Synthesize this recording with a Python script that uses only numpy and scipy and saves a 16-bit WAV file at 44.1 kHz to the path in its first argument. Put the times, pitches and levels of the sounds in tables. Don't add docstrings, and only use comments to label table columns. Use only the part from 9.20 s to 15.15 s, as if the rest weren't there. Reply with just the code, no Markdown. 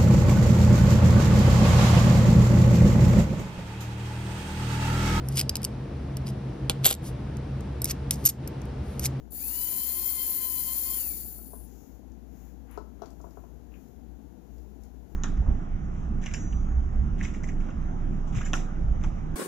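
import sys
import numpy as np
from scipy import signal
from scipy.fft import rfft, irfft, next_fast_len
from scipy.io import wavfile
from scipy.ndimage import map_coordinates

SR = 44100
rng = np.random.default_rng(int(sys.argv[2]) if len(sys.argv) > 2 else 0)


def transcribe(signal):
    frames = np.atleast_2d(signal).T
    limited = np.clip(frames, -1, 1)
    pcm = np.round(limited * 32767).astype(np.int16)
    wavfile.write(sys.argv[1], SR, pcm)


N = 262395
TIME = np.arange(N) / SR
CONTACT_S, RELEASE_S = .104, 1.759
FULL_SPEED_HZ = 337.9

# (time [s], depth [dB])
HUM_DIPS = [(0.578, 6), (1.19, 6.5), (2.66, 11.5), (4.68, 6.5), (5.15, 7.5)]
# (frequency [Hz], level [dB])
RUMBLE_COLOUR = [(15, -77), (25, -21), (40, -10.5), (64, -9), (74, -4.5), (86, -14), (265, -7.5),
                 (423, -18.5), (448, -20), (482, -16), (520, -26.5), (771, -23.5), (1160, -39.5),
                 (1510, -38), (2200, -47), (2860, -100), (4840, -120)]
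# (frequency [Hz], level [dB])
HISS_COLOUR = [(1000, -56), (2400, 4), (4400, -5.5), (6800, 8), (8400, -13), (9800, -2), (12000, -5),
               (15500, 0)]
# (time [s], speed [turns/s])
POWERED_SPEED = [(0.56, 344), (0.88, 352), (1.37, 340), (1.52, 348.5), (1.73, 352)]
# (frequency [Hz], level [dB])
SCRAPE_COLOUR = [(400, -15.5), (800, -18.5), (1400, -28.5), (2400, -20.5), (3300, -23.5), (3900, -20.5),
                 (4700, -16), (5700, -16.5), (7400, -10), (8500, -13), (9500, -6), (10900, -0.5),
                 (12000, -1), (15500, 3.5)]
# (frequency [Hz], width [Hz], level [dB])
FRAME_NOTES = [(1600, 200, 3.5), (2450, 100, -22), (4470, 254, 6.5), (5200, 260, -13), (6930, 320, 6),
               (10070, 360, 6.5), (11660, 130, -12), (14180, 140, 13), (15350, 67, -18)]
# (time [s], level [dB])
KNOCKS = [(0.122, -50), (2.189, -50), (2.333, -38), (3.575, -28.5), (3.793, -51.5), (3.819, -29.5),
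          (3.834, -36.5), (4.001, -45), (4.041, -38.5), (4.068, -45), (4.171, -37.5), (4.237, -45.5)]
# (frequency [Hz], level [dB], time to fade by 60 dB [s])
BENCH_NOTES = [(304, -3, 0.037), (422.4, 3, 0.05), (569, -4, 0.052), (681, 5.5, 0.038), (848, -3, 0.024),
               (844, -5, 0.034), (1019, 1.5, 0.029), (1318, -5, 0.033), (1500, -12, 0.0217)]
# (cycles per turn [count], level at full speed [dB], growth with speed [exponent])
WHINE_TONES = [(1, -56.5, 1.5), (2, -65.5, 2.2), (3, -54, 3.2), (5, -73, 3.4), (6, -61.5, 7.3),
               (7, -67, 5.3), (9, -53.5, 1.3), (10, -67.5, 18), (12, -56.5, 12), (15, -58, 3.5),
               (20, -59, 2.65), (21, -59, 6.8)]
# (middle time [s], length [s], hiss level [dB], rub level [dB])
SLIDES = [(2.57, 0.28, -58.5, -79), (3.224, .17, -61.5, -68.5), (3.542, 0.074, -65.5, -55.5),
          (3.846, 0.075, -73, -64), (4.12, 0.32, -67, -75), (4.555, 0.058, -76, -65.5),
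          (4.653, 0.163, -66.5, -85), (5.384, .25, -70.5, -90), (5.642, 0.055, -68, -74),
          (5.93, 0.073, -70, -75)]
# (frequency [Hz], level [dB])
FINGER_COLOUR = [(2500, -15), (4200, -16.5), (5000, -10), (7000, 1.5), (8400, -23), (9800, -16),
                 (11000, -5), (15000, -2.5)]
# (frequency [Hz], level [dB])
RUB_COLOUR = [(400, -25), (900, 16), (2000, 10.5), (2700, 5), (3600, -3), (8000, -42)]
# (time [s], level [dB], frequency [Hz], width [Hz])
TICKS = [(2.919, -52.5, 6400, 3000), (3.512, -41, 10400, 4500), (3.575, -44.5, 4660, 6000),
         (3.820, -42.5, 4300, 4960), (3.858, -44.5, 5430, 5000), (3.904, -43, 6850, 4000),
         (4.014, -44, 6830, 3500), (4.108, -53, 6200, 4000), (4.519, -59, 2550, 500),
         (4.54, -48.5, 2480, 700), (5.382, -52, 6030, 7040), (5.636, -43, 7700, 9000)]
# (frequency [Hz], gain [dB])
RIGHT_COLOUR = [(60, -50), (400, -41), (1300, -32.5), (2400, -31), (4400, -25), (7000, -16), (9500, -21.5),
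                (11500, -7.5), (15000, -9)]


def from_db(db):
    return 10 ** (np.asarray(db) / 20)


def rms_one(x):
    return x / np.sqrt(np.mean(x ** 2) + 1e-20)


def colour(x, spectrum):
    hz, db = np.transpose(spectrum)
    size = next_fast_len(N + SR // 10)
    bin_hz = np.maximum(np.arange(size // 2 + 1) * SR / size, 1)
    gain = from_db(np.interp(np.log(bin_hz), np.log(hz), db))
    return irfft(rfft(x, size) * gain, size)[..., :N]


def noise(spectrum):
    return rms_one(colour(rng.standard_normal((2, N)), spectrum))


def drift(rate):
    return rms_one(map_coordinates(rng.standard_normal(N // 8), [TIME * rate], order=3, mode="wrap"))


def swell(s, length_s):
    return np.exp(-2 * ((TIME - s) / length_s) ** 2)


def resonance(x, hz, width_hz):
    r = np.exp(-np.pi * width_hz / SR)
    feedback = [1, -2 * r * np.cos(2 * np.pi * hz / SR), r * r]
    return signal.lfilter(np.array([1, 0, -1]) * (1 - r * r) / 2, feedback, x + 1e-18)


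def add(track, s, sound):
    start = int(s * SR)
    track[..., start:start + sound.shape[-1]] += sound[..., :N - start]


def room(x, fade_s, echo_db):
    t = np.arange(SR // 2) / SR
    tail = rng.standard_normal((2, len(t))) * from_db(-60 * t / fade_s) * (t > .003)
    tail /= np.sqrt(np.sum(tail ** 2, axis=1, keepdims=True))
    return x + from_db(echo_db) * signal.fftconvolve(np.atleast_2d(x), tail, axes=1)[:, :N]


def room_hum(hum_hz=58.8, hum_db=-44, waver_db=2, rumble_db=-46.5, hiss_db=-71):
    dip_db = sum(depth_db * swell(s, length_s=0.13) for s, depth_db in HUM_DIPS)
    strength = from_db(hum_db - dip_db + waver_db * drift(16))
    hum = strength * np.sqrt(2) * np.sin(2 * np.pi * hum_hz * TIME + 0.32 * drift(8))
    return hum + from_db(rumble_db) * noise(RUMBLE_COLOUR) + from_db(hiss_db) * noise(HISS_COLOUR)


def rotor(spin_up_s=.1, bearing_drag_s=1.15, brush_drag_hz_per_s=338):
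    powered = np.interp(TIME, *np.transpose(POWERED_SPEED))
    run_up = (1 - np.exp(-np.maximum(TIME - CONTACT_S, 0) / spin_up_s)) ** .7
    coast = np.exp(-np.maximum(TIME - RELEASE_S, 0) / bearing_drag_s)
    speed = powered * run_up * coast - brush_drag_hz_per_s * bearing_drag_s * (1 - coast)
    current = (1 - run_up) * (TIME > CONTACT_S)
    return np.maximum(speed, 0), current


def scrape_strength(speed, current, friction_db=-33, crawl_db=-58, spark_db=-40, crawl_hz=25):
    friction = from_db(friction_db) * (speed / FULL_SPEED_HZ) ** 1.69
    crawl = from_db(crawl_db) * np.tanh(speed / crawl_hz)
    sparks = from_db(spark_db) * current
    touch = np.clip((TIME - CONTACT_S) / 0.023, 0, 1)
    return touch * np.sqrt(friction ** 2 + crawl ** 2 + sparks ** 2)


def brushes(turns, strength, swing_db=1.5, gap_db=1.5, grit_db=2, flutter_db=0.5, boost_db=7):
    angle = 2 * np.pi * turns
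    pressure_db = swing_db * np.cos(angle) + gap_db * np.cos(3 * angle)
    pressure_db += grit_db * drift(3500) + flutter_db * drift(60.27)
    surface = rng.standard_normal(size=56)
    position = (turns + 0.018 * drift(150)) * len(surface)
    scratches = map_coordinates(surface, [position], order=3, mode="grid-wrap")
    force = (rng.standard_normal((2, N)) + from_db(-8) * scratches) * from_db(pressure_db)
    return room(from_db(boost_db) * strength * rms_one(frame(force)), fade_s=0.081, echo_db=-3.5)


def frame(force, shift_db=1.5):
    scrape = colour(force, SCRAPE_COLOUR)
    return scrape + sum(from_db(db + shift_db * drift(45.14)) * resonance(scrape, hz, width_hz)
                        for hz, width_hz, db in FRAME_NOTES)


def knocks(boost_db=5, vary_db=2.5, clatter_fade_s=0.072, clatter_db=-6):
    out, t = np.zeros(N), np.arange(SR // 3) / SR
    dull = signal.butter(10, 1400, fs=SR, output="sos")
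    contact = signal.butter(1, [298, 1600], "band", fs=SR, output="sos")
    for s, peak_db in KNOCKS:
        wood = 0
        for k, (hz, db, fade_s) in enumerate(BENCH_NOTES):
            strength = from_db(db + vary_db * rng.standard_normal() - 60 * t / fade_s)
            wood += (-1) ** k * strength * np.sin(2 * np.pi * hz * t)
        clatter = signal.sosfilt(dull, rng.standard_normal(len(t)) * from_db(-60 * t / clatter_fade_s))
        knock = signal.sosfilt(contact, rms_one(wood) + from_db(clatter_db) * rms_one(clatter))
        add(out, s, from_db(peak_db + boost_db) * knock / np.abs(knock).max())
    return room(out, fade_s=0.37, echo_db=-5.5)


def whine(turns, speed, onset_hz=256, waver_db=2.4, rough_db=2):
    angle = 2 * np.pi * (turns + 0.0059 * drift(120))
    tones = 0
    for multiple, db, growth in WHINE_TONES:
        strength = from_db(db + waver_db * drift(25.92) + rough_db * drift(200))
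        strength *= (speed / FULL_SPEED_HZ) ** growth
        tones += strength * np.sin(multiple * angle + rng.uniform(0, 2 * np.pi))
    onset = (speed / onset_hz) ** 14
    return np.sqrt(2) * tones * onset / (1 + onset)


def brush_catches(turns, speed, slow_hz=90, ping_db=-5, squeak_db=-45, squeak_hz=10360):
    edge = np.diff(np.floor(turns), prepend=0)
    pace = speed / slow_hz
    grip = pace / (1 + pace ** 6)
    flicks = edge * rng.uniform(.5, 1, N) * grip
    spring = resonance(flicks, 8500, 320) + resonance(flicks, 17000, 460)
    pings = from_db(ping_db) * colour(spring, [(6000, -2.5), (9500, -15.0), (14500, -6)])
    thin_hiss = resonance(resonance(rng.standard_normal(N), squeak_hz, 700), squeak_hz, 700)
    squeak = from_db(squeak_db) * rms_one(thin_hiss) * grip / (1 + pace ** 2)
    return room(pings + squeak, fade_s=.15, echo_db=-4)


def motor():
    speed, current = rotor()
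    turns = np.cumsum(speed) / SR
    pings = brush_catches(turns, speed)
    return brushes(turns, scrape_strength(speed, current)) + whine(turns, speed) + pings


def fingers(hiss_boost_db=2):
    hiss = sum(from_db(db + hiss_boost_db) * swell(s, length_s) for s, length_s, db, _ in SLIDES)
    rub = sum(from_db(db) * swell(s, length_s) for s, length_s, _, db in SLIDES)
    return hiss * noise(FINGER_COLOUR) + rub * noise(RUB_COLOUR)


def metal_ticks(boost_db=2, fade_s=0.019):
    out, t = np.zeros(N), np.arange(SR // 8) / SR
    for s, peak_db, hz, width_hz in TICKS:
        contacts = rng.standard_normal(len(t)) * from_db(-60 * t / fade_s)
        burst = resonance(resonance(contacts, hz, width_hz), hz, width_hz)
        add(out, s, from_db(peak_db + boost_db) * burst / np.abs(burst).max())
    hollow = out - resonance(out, 8480, 4200)
    return room(hollow, fade_s=0.26, echo_db=-1)


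def scene():
    return motor() + knocks() + metal_ticks() + fingers() + room_hum()


def record(dry, hiss_db=-72, cutoff_hz=15500):
    hiss = noise([(60, 17), (600, 8), (2500, 5), (4500, 3.5), (8200, -9.5), (12000, 7), (15000, 0.5)])
    both = np.array([dry[0], colour(dry[1], RIGHT_COLOUR)]) + from_db(hiss_db) * hiss
    return signal.sosfilt(signal.ellip(12, .2, 80, cutoff_hz, fs=SR, output="sos"), both)


dry = scene()
out = record(dry)
transcribe(out)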